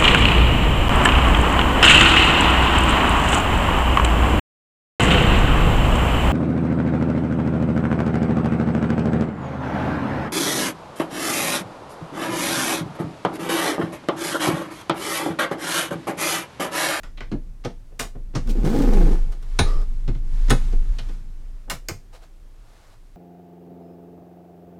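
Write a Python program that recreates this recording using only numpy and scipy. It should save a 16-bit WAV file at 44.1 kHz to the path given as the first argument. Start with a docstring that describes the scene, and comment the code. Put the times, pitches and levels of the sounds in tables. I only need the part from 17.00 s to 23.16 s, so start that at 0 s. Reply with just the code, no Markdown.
"""Cast-iron guillotine cutting a paper stack in a small workshop.
Catch and linkage knock, the carrier rubs in its guides, sheets part in turn with a groan and crunch.
The blade lands, rings and squeaks in the cutting stick; the lever hits its stop, the catch snaps shut,
hands slide the paper out. Blows ring the iron frame; the bench sways and shudders under the load."""
import sys
import numpy as np
from scipy import signal
from scipy.fft import rfft, irfft, next_fast_len
from scipy.io import wavfile
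from scipy.ndimage import uniform_filter1d

SR = 44100
rng = np.random.default_rng(int(sys.argv[2]) if len(sys.argv) > 2 else 0)


def file_out(sig):
    """Save sig as 16-bit WAV at sys.argv[1]."""
    # one column per channel
    cols = np.atleast_2d(sig).T
    # limit, then scale
    lim = np.clip(cols, -1, 1)
    pcm = np.round(lim * 32767).astype(np.int16)
    wavfile.write(sys.argv[1], SR, pcm)


N = 271656
TIME_S = np.arange(N) / SR

# Workshop air spectrum: freq_hz, density_db
AIR_SPECTRUM = [(60, 15.5), (200, -7), (315, -0.5), (430, -4), (900, -10.5), (3300, -19.5), (7200, -22),
                (16000, -28)]
# Workshop decay: freq_hz, t60_s
ROOM_DECAY = [(100, 0.15), (400, 0.17), (1500, 0.2), (6500, 0.25), (15000, 0.22)]
# Load of lever and hands on the bench: time_s, level_db
BENCH_LOAD = [(0, -24.5), (.38, -14.5), (.65, -23.5), (1.1, -24), (1.38, -10.5), (1.53, -4), (1.8, -4),
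              (2.03, 4), (2.28, -4), (2.41, -14.5), (2.76, 0.5), (2.95, -9), (3.3, -4.5), (3.72, 0.5),
              (4.05, -8.5), (4.3, -17), (5.1, -28.5), (6.15, -32.5)]
# Bench top spectrum: freq_hz, density_db
SHUDDER_SPECTRUM = [(32, 3), (48, -10), (70, -17.5), (119, -13), (200, -25), (260, -25.5), (400, -36.5),
                    (900, -67)]
# Catch, linkage and carrier knocks: start_s, contact_s, decay_s, level_db, thud_db, ring_hz, top_hz
JOINT_KNOCKS = [(0.033, 0.0004, 0.0011, -45.5, -2, 1450, 8200),
                (0.174, 0.0014, 0.0069, -47.5, 0, 3020, 4050),
                (0.205, 0.0017, 0.0014, -38.5, 1, 1950, 4120), (0.315, .003, 0.0073, -25, 20.5, 316, 4730),
                (0.638, .0043, 0.013, -48, -14, 905, 5000), (0.648, 0.0012, 0.005, -28, 9, 590, 6300),
                (0.919, 0.0031, 0.0039, -55, 6, 560, 1200), (0.992, 0.011, .013, -28.5, -8, 11300, 8000),
                (1.15, 0.0038, 0.0075, -40.5, 21, 560, 2210), (1.337, 0.0042, 0.0056, -31, 24.5, 120, 4000),
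                (1.349, 0.0052, 0.0075, -24.5, 17.5, 1100, 6350),
                (1.352, .003, 0.011, -39, -23, 6000, 6200), (3.078, 0.0013, 0.0064, -25.5, 16.5, 120, 4660),
                (3.148, 0.00064, 0.0036, -39, 8.5, 120, 4360),
                (3.482, 0.0029, 0.0046, -32.5, 9.5, 200, 5800), (3.497, .001, .004, -34, -4, 5000, 11000),
                (3.724, 0.004, 0.0062, -37, 16.5, 520, 7000), (3.985, 0.0021, 0.0046, -41, -4, 3320, 6400),
                (4.085, 0.0067, .008, -48, 2, 276, 6000), (4.677, 0.0041, 0.0054, -47.5, -2, 400, 1220),
                (4.698, 0.0037, 0.011, -29, -14, 131, 14400)]
# Iron on iron: freq_hz, density_db
KNOCK_SPECTRUM = [(100, 1.5), (300, 0.5), (800, -7.5), (2000, -10), (6000, -15), (16000, -23)]
# Iron frame modes, relative to the blow's spectrum: freq_hz, gain_db, t60_s
IRON_MODES = [(124, 8.5, .2), (246.5, .5, .2), (279, 0, .1), (370, .5, .1), (419, 1, .075), (484, 4, .18),
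              (684, -.5, .2), (810, 3, .14), (1094, -4.5, .14), (1238, 4, .11), (1500, 9, .075),
              (1730, -11, .2), (2133, -5.5, .17), (3963, -8, .14)]
# Carrier rub, downstroke: time_s, level_db
RUB_DOWN = [(1.4, -57.5), (2.15, -50.5), (2.39, -62), (2.56, -54.5), (2.68, -45), (2.86, -59.5), (3.2, -62)]
# Carrier rub, upstroke: time_s, level_db
RUB_UP = [(3.2, -65), (3.36, -52), (3.62, -48.5), (3.82, -56), (4.12, -54.5), (4.25, -65.5), (4.66, -68)]
# Guide friction: freq_hz, density_db
RUB_SPECTRUM = [(240, -54), (400, -5), (562, -10), (865, -7), (1820, -11), (2090, -11.5), (2320, -12),
                (7510, -18.5), (16000, -31)]
# Force on the edge: time_s, level_db
EDGE_FORCE = [(1.45, -26), (1.495, -7.5), (1.54, -13), (1.575, -5.5), (1.63, -7), (1.665, 2.5),
              (1.71, -0.5), (1.765, 2.5), (1.91, -1.5), (1.99, 0), (2.06, -3.5), (2.145, -5.5),
              (2.21, -24.5), (2.32, -29)]
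# Cutting speed: time_s, sheets_per_s
CUT_RATE = [(1.47, 228), (1.52, 240), (1.575, 305), (1.61, 121), (1.69, 170), (1.76, 296), (1.87, 252),
            (1.93, 194), (2.2, 150)]
# Stack groan: freq_hz, density_db
GROAN_SPECTRUM = [(100, 10), (134, 10), (284, 4.5), (393, 3), (489, -14.5), (600, -11), (700, -44)]
# Paper fractures: freq_hz, density_db
CRUNCH_SPECTRUM = [(480, 8), (595, -11.5), (810, -7.5), (1140, -19), (1480, -18.5), (1740, -21.5),
                   (3000, -28.5)]
# Tearing fibres: freq_hz, density_db
FIBRE_SPECTRUM = [(2400, 4), (3000, -4), (5000, -5.5), (8400, -10), (11000, -16), (14800, -11),
                  (16000, -16)]
# Paper snapping under the edge and as strips fan out: start_s, level_db, decay_s
PAPER_SNAPS = [(1.472, -48.5, 0.003), (1.646, -37, 0.036), (1.788, -39.5, 0.0022), (1.82, -40, 0.0024),
               (1.934, -39, 0.0018), (2.117, -47, .003), (2.32, -50, 0.0085), (2.425, -55, 0.0033),
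               (2.815, -53, 0.0022)]
# Snapping or sliding paper: freq_hz, density_db
PAPER_SPECTRUM = [(450, -3.5), (800, -5.5), (1100, -8.5), (1400, -9.5), (1800, -14.5), (4200, -16.5),
                  (8000, -22), (16000, -32.5)]
# Blade hitting the stick: freq_hz, density_db
LANDING_SPECTRUM = [(70, 10), (150, -2.5), (200, -11), (360, -6.5), (560, -23.5), (860, -11), (1100, -16),
                    (1510, -16), (3190, -21), (3910, -31), (4600, -22.5), (6500, -26), (8470, -48),
                    (9700, -46), (16000, -55)]
# Blade modes: freq_hz, level_db, t60_s
BLADE_RING = [(836, -25.5, 0.11), (1830, -60, 0.098), (3580, -33, 0.15), (3840, -54, 0.23),
              (3840, -33.5, 0.23), (3960, -30.5, .17), (4140, -31, 0.12), (4170, -42, 0.31),
              (6700, -42, 0.11), (9350, -58, 0.13), (9520, -60, 0.069), (9640, -49, 0.22),
              (9300, -32, 0.17), (13200, -51, 0.11)]
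# Resonances of the edge in the stick: freq_hz, width_hz, level_db
SQUEAK_PEAKS = [(410, 194, 5.5), (1183, 60, 2.5), (1250, 26, -5), (1930, 64, -13), (5000, 640, -9.5)]
# Lever hitting its stop: freq_hz, density_db
STOP_SPECTRUM = [(80, -18), (122, -2), (170, -8), (250, -8), (420, -10), (620, -22.5), (800, -14.5),
                 (1550, -18.5), (2100, -21.5), (3900, -24), (4700, -29), (9500, -29.5), (12500, -50),
                 (16000, -43)]
# Catch shutting: freq_hz, density_db
CATCH_SPECTRUM = [(70, -0.5), (105, -17), (180, -22), (350, -16.5), (750, -27), (2600, -25), (3200, -55),
                  (3900, -56), (4800, -25), (8000, -30.5), (10000, -60), (12000, -34.5), (16000, -41)]
# Paper pushed over the table: start_s, attack_s, hold_s, level_db
PAPER_PUSHES = [(5.138, 0.008, 0.026, -50), (5.23, 0.013, 0.011, -53.5), (5.734, 0.14, 0.21, -58.5)]

CUTOFF_HZ = 16100


def from_db(db):
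    """Decibels to gain."""
    return 10 ** (np.asarray(db) / 20)


def unit_rms(x):
    """Scale to rms 1."""
    return x / np.sqrt(np.mean(x ** 2) + 1e-20)


def curve(points, outside=None):
    """Table value at every sample."""
    return np.interp(TIME_S, *np.transpose(points), outside, outside)


def at_hz(points, hz):
    """Table value on a log-frequency axis."""
    freq_hz, value = np.transpose(points)
    return np.interp(np.log(np.maximum(hz, 1)), np.log(freq_hz), value)


def lowpass(x, hz):
    """Second-order low-pass."""
    return signal.sosfilt(signal.butter(2, hz, fs=SR, output="sos"), x)


def drift(rate_hz):
    """Smooth random wander, rms 1."""
    return unit_rms(lowpass(rng.standard_normal(N + SR), rate_hz)[SR:])


def coloured(x, spectrum):
    """Apply a spectrum, steep past its ends; rms 1."""
    size = next_fast_len(N)
    hz = np.maximum(np.arange(size // 2 + 1) * SR / size, 1)
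    skirts = 1 / (1 + (spectrum[0][0] / hz) ** 8 + (hz / spectrum[-1][0]) ** 8)
    return unit_rms(irfft(rfft(x, size) * from_db(at_hz(spectrum, hz)) * skirts, size)[:N])


def grains(per_s, spread_db):
    """Random impulses of uneven size."""
    sizes = from_db(spread_db * np.minimum(rng.exponential(1, N), 4)) * rng.choice([-1, 1], N)
    return sizes * (rng.random(N) < per_s / SR)


def levelled(x, window_s):
    """Hold short-time rms at 1."""
    return x / np.sqrt(np.abs(uniform_filter1d(x ** 2, int(window_s * SR))) + 1e-9)


def swell(start_s, attack_s, hold_s, release_s):
    """Envelope: full at start_s, holds, decays."""
    before_s, after_s = np.maximum(start_s - TIME_S, 0), np.maximum(TIME_S - start_s - hold_s, 0)
    return np.exp(-before_s / (attack_s + 1e-4) - after_s / (release_s + 1e-4))


def resonance(x, hz, width_hz):
    """Steep-sided peak, rms 1."""
    for span_hz in (width_hz, 2 * width_hz):
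        x = signal.lfilter(*signal.iirpeak(hz, hz / span_hz, fs=SR), x)
    return unit_rms(x)


def add(out, start_s, sound):
    """Mix in at start_s."""
    i = int(start_s * SR)
    out[i:i + len(sound)] += sound[:N - i]


def room_air(level_db=-58.5):
    """Steady workshop noise."""
    return from_db(level_db) * coloured(rng.standard_normal(N), AIR_SPECTRUM)


def bench(blows, sway_hz=26.5, jolt_decay_s=0.057):
    """The bench sways at its lowest resonance; its top shudders with load and after blows."""
    load_db = curve(BENCH_LOAD)
    cycles = np.cumsum(sway_hz * (1 + .14 * drift(14))) / SR
    uneven_db = 2.8 * np.clip(drift(8), -2, 1)
    sway = np.sqrt(2) * np.sin(2 * np.pi * cycles) * from_db(-13.5 + load_db + uneven_db)
    pole = np.exp(-1 / (jolt_decay_s * SR))
    bass_power = signal.lfilter([1 - pole], [1, -pole], lowpass(blows, 130) ** 2 + 1e-18)
    jolt = from_db(-5) * np.sqrt(bass_power)
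    shudder = np.hypot(from_db(-36 + 0.7 * load_db), jolt)
    return sway + shudder * levelled(coloured(rng.standard_normal(N), SHUDDER_SPECTRUM), 0.27)


def ring(modes, attack_s, rattle_hz=0):
    """Decaying modes of a struck part; rattle in its holder widens each to rattle_hz."""
    t = TIME_S[:SR // 2]
    walks = np.cumsum(rng.standard_normal((len(modes), len(t))), axis=1)
    blur_cycles = walks * np.sqrt(rattle_hz / (2 * np.pi * SR))
    tones = sum(from_db(db - 60 * t / t60_s) * np.sin(2 * np.pi * (hz * t + rng.random() + blur))
                for (hz, db, t60_s), blur in zip(modes, blur_cycles))
    return tones * (1 - np.exp(-t / attack_s))


def blow(spectrum, contact_s, decay_s, room_db, ripple_db=4.5, crack=2.7, crack_s=0.00025):
    """Blow on the casting: crack, fast-dying dense modes, room tail, frame ring. Rms 1 over 50 ms."""
    t, first_50ms = TIME_S[:int(.45 * SR)], slice(SR // 20)
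    edges_hz = np.geomspace(75, 17000, 25)
    # each contact point favours its own modes
    white = rfft(rng.standard_normal((2, len(t))))
    ripple = unit_rms(uniform_filter1d(uniform_filter1d(rng.standard_normal(white.shape), 48), 48))
    noise = irfft(white * from_db(ripple_db * np.clip(ripple, -2, 2)), len(t))
    out = 0
    for k, (low_hz, high_hz) in enumerate(zip(edges_hz, edges_hz[1:])):
        hz = np.sqrt(low_hz * high_hz)
        bandpass = signal.butter(2, [low_hz, high_hz], "band", fs=SR, output="sos")
        band = signal.sosfilt(bandpass, noise[k % 2])[::-1]
        after_s = np.maximum(t - contact_s - 2.8 / hz, 0)
        direct_power = np.exp(-after_s / (decay_s + 1e-4))
        room_power = from_db(room_db - 60 * after_s / at_hz(ROOM_DECAY, hz)) ** 2
        # bands build over 6 cycles; the crack peaks mid-contact
        rise = (1 - np.exp(-t * hz / 6)) * np.minimum(0.59 + 0.37 * t / (contact_s + 1e-4), 1)
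        spike = 1 + crack * np.exp(-np.abs(t - contact_s / 2) / crack_s)
        band = levelled(band, 0.018 + 4 / hz) * rise * spike * np.sqrt(direct_power + room_power)
        gain = from_db(at_hz(spectrum, hz)) * np.sqrt(high_hz - low_hz)
        out += gain * band / np.std(band[first_50ms])
    frame = [(hz, db + at_hz(spectrum, hz) + 10 * np.log10(hz), t60_s) for hz, db, t60_s in IRON_MODES]
    out += ring(frame, attack_s=0.0084 + contact_s / 2)[:len(t)]
    return out / np.std(out[first_50ms])


def knocks(thud_below_hz=463, ring_db=8, ring_octaves=0.71):
    """Joints take up play: each part rings, heavy ones thud, soft contacts lose treble."""
    out, hz = np.zeros(N), np.geomspace(85, CUTOFF_HZ, 60)
    for start_s, contact_s, decay_s, level_db, thud_db, ring_hz, top_hz in JOINT_KNOCKS:
        bass_db = thud_db / (1 + (hz / thud_below_hz) ** 3)
        part_db = ring_db * np.exp(-(np.log2(hz / ring_hz) / ring_octaves) ** 2)
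        loss_db = 10 * np.log10(1 + (hz / top_hz) ** 6)
        spectrum = list(zip(hz, at_hz(KNOCK_SPECTRUM, hz) + bass_db + part_db - loss_db))
        add(out, start_s, from_db(level_db) * blow(spectrum, contact_s, decay_s, room_db=-9.5))
    return out


def through_frame(x, ringing, q=22):
    """Direct sound plus the frame's resonances; rms 1."""
    modes = sum(signal.lfilter(*signal.iirpeak(hz, q, fs=SR), x) for hz, _, _ in IRON_MODES)
    return unit_rms(x + ringing * modes)


def guide_rub():
    """The blade carrier hisses in its guides, down then up."""
    envelope = sum(from_db(curve(stroke, outside=-120)) for stroke in (RUB_DOWN, RUB_UP))
    return envelope * through_frame(coloured(grains(12000, 0.63), RUB_SPECTRUM), ringing=0.17)


def cut(bite_s=1.645):
    """Sheets part in turn, so groan pitch follows blade speed; fibres crunch and tear above it."""
    force_db = curve(EDGE_FORCE, outside=-120)
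    loose_db = -3.5 * (TIME_S < bite_s)   # loose top sheets crunch less
    sheets = np.cumsum(curve(CUT_RATE) * (1 + .1 * drift(45))) / SR
    partings = np.diff(np.floor(sheets), prepend=0) * from_db(4 * drift(120))
    pulses = levelled(coloured(partings, GROAN_SPECTRUM), 0.0456)
    buckling = levelled(coloured(grains(1500, 3.7), GROAN_SPECTRUM), 0.046)
    snag_db = 1.5 * drift(34)   # the edge catches and frees itself
    surge_db = 2 * drift(17)
    groan = from_db(-22 + force_db + snag_db / 2 + surge_db) * (.9 * pulses + .45 * buckling)
    per_sheet = 1 + .5 * np.cos(2 * np.pi * sheets)
    fractures = coloured(grains(2200, 3) * per_sheet, CRUNCH_SPECTRUM)
    crunch = from_db(-32 + 0.86 * force_db + loose_db + snag_db) * through_frame(fractures, ringing=0.9)
    # the edge grazes the top sheet
    graze = from_db(-43) * swell(1.5, attack_s=0.0083, hold_s=0.0091, release_s=0.014)
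    tearing = from_db(-46.5 + 0.99 * force_db + loose_db + snag_db / 2)
    fibres = coloured(grains(12000, 0.47) * per_sheet, FIBRE_SPECTRUM)
    return groan + crunch + (graze + tearing) * fibres


def snaps():
    """Bunches of sheets give way and the offcut springs loose: short cracks."""
    out = np.zeros(N)
    for start_s, level_db, decay_s in PAPER_SNAPS:
        snap = blow(PAPER_SPECTRUM, contact_s=0.00093, decay_s=decay_s, room_db=-9)
        add(out, start_s, from_db(level_db) * snap)
    return out


def clunks(landing_s=2.589, stop_s=3.5025, catch_s=4.8852):
    """The blade lands and rings, the lever hits its stop, the catch shuts."""
    out = np.zeros(N)
    landing = blow(LANDING_SPECTRUM, contact_s=0.0031, decay_s=0.0029, room_db=-8, crack=1, crack_s=0.0037)
    add(out, landing_s, from_db(-16) * landing)
    add(out, landing_s, from_db(7.5) * ring(BLADE_RING, attack_s=0.00063, rattle_hz=30))
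    stop = blow(STOP_SPECTRUM, contact_s=0.0022, decay_s=0.0068, room_db=-9.5,
                ripple_db=6.5, crack=.4, crack_s=.002)
    add(out, stop_s, from_db(-16) * stop)
    catch = blow(CATCH_SPECTRUM, contact_s=.0006, decay_s=.0073, room_db=-5.5, crack=3.7, crack_s=.0019)
    add(out, catch_s, from_db(-30) * catch)
    return out


def squeak(start_s=2.665, sag_db_per_s=66):
    """The edge slips in the cutting stick, exciting narrow resonances."""
    slips = grains(2000, 1.6)
    tone = sum(from_db(db) * resonance(slips, hz, width_hz) for hz, width_hz, db in SQUEAK_PEAKS)
    pressure = swell(start_s, attack_s=.008, hold_s=0.17, release_s=0.014)
    level_db = -35 - sag_db_per_s * np.maximum(TIME_S - start_s, 0)
    return from_db(level_db) * pressure * levelled(tone, 0.021)


def paper_slide():
    """Pushed paper rubs on the table and rings the frame."""
    envelope = sum(from_db(db) * swell(start_s, attack_s, hold_s, release_s=0.019)
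                   for start_s, attack_s, hold_s, db in PAPER_PUSHES)
    return envelope * through_frame(coloured(grains(5000, 1.9), PAPER_SPECTRUM), ringing=0.36)


def scene():
    """Machine, air, paper and bench; mono."""
    blows = knocks() + clunks()
    mix = blows + room_air() + cut() + snaps() + guide_rub() + squeak() + paper_slide() + bench(blows)
    return mix[None]


def record(dry):
    """Soft clip, steep low-pass."""
    rounded = 1.328 * np.tanh(dry / 1.281)
    return signal.sosfilt(signal.ellip(10, .2, 80, CUTOFF_HZ, fs=SR, output="sos"), rounded)


dry = scene()
out = record(dry)
file_out(out)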